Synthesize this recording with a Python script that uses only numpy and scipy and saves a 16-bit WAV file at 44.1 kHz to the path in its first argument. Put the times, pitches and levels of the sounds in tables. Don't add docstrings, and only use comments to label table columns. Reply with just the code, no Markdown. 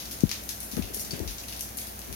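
import numpy as np
from scipy import signal
from scipy.fft import rfft, irfft, next_fast_len
from scipy.ndimage import uniform_filter1d
import sys
import numpy as np
from scipy import signal
from scipy.fft import rfft, irfft, next_fast_len
from scipy.io import wavfile
from scipy.ndimage import uniform_filter1d

SR = 44100
rng = np.random.default_rng(int(sys.argv[2]) if len(sys.argv) > 2 else 0)


def file_out(sig):
    cols = np.atleast_2d(sig).T
    lim = np.clip(cols, -1, 1)
    pcm = np.round(lim * 32767).astype(np.int16)
    wavfile.write(sys.argv[1], SR, pcm)


N = 94815
RIGHT_LAG_S = .00046


def undb(db):
    return 10 ** (np.asarray(db) / 20)

def unit(x):
    return x / np.sqrt(np.mean(x ** 2))

def sides(db):
    return unit(undb(np.array([[db], [-db]]) / 2))

def decay(t, t60):
    return np.exp(-np.log(1000) * t / t60)

def response(points, hz):
    f, db = np.array(points, float).T
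    return undb(np.interp(np.log(hz + 1), np.log(f), db))

def colour(x, points):
    size = next_fast_len(x.shape[-1] + 4096)
    gain = response(points, np.fft.rfftfreq(size, 1 / SR))
    return irfft(rfft(x, size) * gain, size)[..., :x.shape[-1]]

def waver(rate_hz):
    k = int(SR / rate_hz)
    steps = np.repeat(rng.standard_normal(N // k + 1), k)
    return unit(uniform_filter1d(uniform_filter1d(steps, k), k)[:N])

def two_mics(share):
    common = rng.standard_normal(N)
    pair = np.array([common, np.roll(common, int(RIGHT_LAG_S * SR))])
    return np.sqrt(share) * pair + np.sqrt(1 - share) * rng.standard_normal((2, N))

def machine_hum():
    # frequency in Hz, rms level in dB.
    tones = [(59.2, -52), (209.9, -58)]
    waver_db, drift = 0.5, 0.01047
    t, out = np.arange(N) / SR, np.zeros(N)
    for hz, db in tones:
        amplitude = np.sqrt(2) * undb(db - waver_db * waver(10.44))
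        warped_time = t + drift * np.cumsum(waver(5.5)) / SR
        out += amplitude * np.sin(2 * np.pi * hz * warped_time)
    return out

def rumble_and_hiss():
    # frequency in Hz, relative spectral density in dB.
    rumble_spectrum = [(20, -35), (36, -5), (58, 0.5), (72, -2), (95, 5), (150, -4.5), (215, -1.5),
                       (310, -1.5), (420, -7), (750, -3), (1300, -14.5), (2500, -18), (6000, -26)]
    hiss_spectrum = [(500, -1.5), (1500, 1.5), (3000, -1), (5500, -0.5), (8000, 1.5), (11000, 3.5),
                     (16000, -1)]
    rumble = unit(colour(two_mics(share=0.89), rumble_spectrum))
    hiss = unit(colour(two_mics(share=0.078), hiss_spectrum)) * sides(1)
    return undb(-47.5) * rumble + undb(-44.5) * hiss

def tick(body_db, body_hz, snap_db, rise_s):
    # frequency in Hz, relative level in dB.
    snap_spectrum = [(1000, -38), (4000, -15), (7500, -3), (9500, 3), (11200, 4), (13500, -4), (16000, -10)]
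    q, body_t60_s, snap_t60_s = 1.26, 0.0057, 0.002
    size = 1024
    t, hz = np.arange(size) / SR, np.fft.rfftfreq(size, 1 / SR) + 1
    bursts = rfft(rng.standard_normal((2, size)) * decay(t, np.array([[body_t60_s], [snap_t60_s]])))
    bursts /= np.abs(bursts)
    resonance = 1 / (1 + 1j * q * (hz / body_hz - body_hz / hz))
    roll_off = (1 + (hz / (3.3 * body_hz)) ** 2) * (1 + (0.18 * body_hz / hz) ** 2)
    body = unit(irfft(bursts[0] * resonance / roll_off))
    snap = unit(irfft(bursts[1] * response(snap_spectrum, hz)))
    x = (undb(body_db) * body + undb(snap_db) * snap) / np.sqrt(size)
    return np.roll(x, int(rise_s * SR))[:size // 2]

def room(x, room_db):
    t60_s, build_s = 0.35, 0.0011
    t = np.arange(SR // 3) / SR
    tail = rng.standard_normal((2, len(t))) * decay(t, t60_s) * (1 - np.exp(-t / build_s))
    paths = undb(room_db) * unit(tail) / np.sqrt(len(t)) * sides(1.7)
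    left, right = sides(15)[:, 0]
    paths[0, 0] += left
    paths[1, int(RIGHT_LAG_S * SR)] += right
    return signal.fftconvolve(x[None], paths, axes=1)

def add(out, start_s, x):
    i = int(np.clip(start_s * SR, 0, N - 1))
    out[..., i:i + x.shape[-1]] += x[..., :N - i]

def metal_ticks():
    # start in seconds, body level in dB, body resonance in Hz,
    # snap level in dB, reverberant-to-direct ratio in dB.
    ticks = [(.001, -17.5, 4900, -22.5, 8.5), (.055, -18.5, 5200, -27, 5.5),
             (0.1117, -20.5, 5250, -17.5, 10.5), (.2066, -13, 6600, -38, 2), (.293, -11.5, 4840, -20, 4.5),
             (0.3137, -11, 2830, -42, 2.5), (0.3143, -5, 5050, -35, 1.5), (.437, -34, 5500, -17, 3),
             (0.4911, -8.5, 5660, -10.5, 4.5), (.4937, -15, 5600, -22, -8), (0.6042, -22, 6300, -12, 4),
             (0.632, -41, 6000, -15, 6.5), (0.7168, -21.5, 5070, -22, 10), (0.7225, -25, 5800, -34, 1),
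             (.768, -15.5, 4930, -26, -3), (0.7691, -20.5, 1500, -17.5, 5), (0.794, -30, 1300, -20, -20),
             (0.8235, -16.5, 3950, -30, 4.5), (.937, -25, 6000, -22, 13), (0.9456, -20.5, 5160, -7, 4),
             (.972, -17.5, 5470, -32, 3.5), (.996, -18.5, 5900, -11.5, 9), (1.049, -18, 5470, -33, 5.5),
             (1.1092, -16, 4700, -20, 5), (1.136, -21, 2500, -31, 7.5), (1.1935, -15, 6000, -30, -3),
             (1.2768, -14.5, 4550, -18, 7), (1.31, -24, 4500, -18.5, 4.5), (1.3834, -17.5, 5200, -21, 6.5),
             (1.484, -17.5, 4530, -18.5, 7), (1.5247, -17.5, 4800, -24, 6.5),
             (1.564, -22.5, 5000, -21, 7.5), (1.594, -16, 5470, -17, 3.5), (1.6088, -15, 6000, -7.5, 3.5),
             (1.6914, -27, 5500, -21, -16), (1.772, -26, 5540, -10.5, 8), (1.7865, -14, 4700, -32, 1),
             (1.815, -21, 5000, -19, 7), (1.871, -22, 5700, -16, 4), (1.9923, -29.5, 5000, -15.5, -0.5),
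             (2.0174, -22, 4200, -42, 3.5), (2.1272, -20, 3920, -15.5, 3.5)]
    rise_s, faint_per_s = .0009, 16
    out = np.zeros((2, N))
    for start, body_db, body_hz, snap_db, room_db in ticks:
        add(out, start - rise_s, room(tick(body_db, body_hz, snap_db, rise_s), room_db))
    for _ in range(int(faint_per_s * N / SR)):
        start = rng.random() * N / SR
        body_db, snap_db = rng.uniform(-34, -22, 2)
        body_hz = 3200 * 2 ** rng.random()
        add(out, start, room(tick(body_db, body_hz, snap_db, rise_s), room_db=-2.5))
    return out

def finger_bumps():
    # start in seconds, envelope peak in dB, mid-glide pitch in Hz, rise in seconds.
    bumps = [(.2348, -4.5, 209, 0.0034), (0.239, -18.5, 119, 0.0048), (.243, -28, 61.7, 0.014),
             (0.2492, -23, 190, 0.0061), (0.731, -30, 219, 0.0058), (0.7696, -19, 210, 0.0034),
             (0.779, -19, 323, 0.0013), (0.7901, -17, 220, 0.0053), (.786, -25.5, 86, 0.0069),
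             (.806, -28.5, 64.4, 0.021), (.9, -35.5, 336, 0.0069), (.966, -33, 360, 0.0038),
             (1.133, -21.5, 170, 0.0038), (1.2024, -22, 335, 0.0026), (1.207, -25, 79, 0.0093),
             (1.247, -30, 56.7, 0.03), (2.098, -35, 67.6, 0.014)]
    sag = 0.59
    out, t = np.zeros((2, N)), np.arange(SR // 4) / SR
    for start, db, hz, rise_s in bumps:
        age = t / rise_s
        pitch = hz * (1 + sag * (2 * np.exp(-age / 2) - 1))
        envelope = undb(db) * (age * np.exp(1 - age)) ** 2
        bump = -envelope * np.sin(2 * np.pi * np.cumsum(pitch) / SR)
        add(out[0], start, bump)
        add(out[1], start, bump * undb(-18 if hz < 100 else -34))
    return out

def finger_rub():
    # time in seconds, level in dB.
    levels = [(0, -54), (.70, -65), (.775, -40.5), (.87, -48.5), (.97, -52.5), (1.07, -48), (1.15, -41),
              (1.24, -43), (1.36, -64), (2.03, -70), (2.11, -40), (2.15, -55)]
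    # frequency in Hz, relative spectral density in dB.
    spectrum = [(30, -26), (70, -3), (180, 4), (350, 1.5), (600, -6), (1200, -26), (4000, -60)]
    level_db = np.interp(np.arange(N) / SR, *np.array(levels).T) + 2 * waver(59.66)
    friction = unit(colour(rng.standard_normal((2, N)), spectrum))
    return undb(level_db) * friction * sides(14)

def ring(modes):
    t = np.arange(SR // 4) / SR
    onset = 1 - np.exp(-t / 0.0017)
    return onset * sum(undb(db) * np.sin(2 * np.pi * hz * t) * decay(t, t60) for hz, db, t60 in modes)

def dull_taps():
    # start in seconds, gain in dB.
    taps = [(0.8227, -35), (1.437, -39), (1.525, -37)]
    # frequency in Hz, relative level in dB, 60 dB decay time in seconds.
    modes = [(2610, 5, 0.017), (2800, 6, 0.019), (3210, -3, 0.015)]
    out = np.zeros((2, N))
    for start, db in taps:
        add(out, start, room(undb(db) * ring(modes), room_db=-2))
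    return out

def ping():
    # frequency in Hz, relative level in dB, 60 dB decay time in seconds.
    modes = [(4583, -13.5, 0.22), (4563, 1, 0.043), (4810, 5, 0.017), (5540, -3, 0.034)]
    out = np.zeros((2, N))
    add(out, start_s=1.1075, x=room(undb(-27) * ring(modes), room_db=-9))
    return out

def scene():
    background = machine_hum() + rumble_and_hiss()
    handling = finger_bumps() + finger_rub()
    metal = ping() + dull_taps() + metal_ticks()
    return background + handling + metal

def record(dry):
    # frequency in Hz, gain in dB.
    microphone = [(1500, 1.5), (5000, 1), (6200, 4), (7000, -0.5), (7800, -5), (8600, -3), (9700, -1),
                  (11500, 1.5), (14000, 5), (16000, -1)]
    cutoff_hz = 16100
    low_pass = signal.ellip(10, .2, 80, cutoff_hz, fs=SR, output="sos")
    return signal.sosfilt(low_pass, colour(dry, microphone))


dry = scene()
out = record(dry)
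file_out(out)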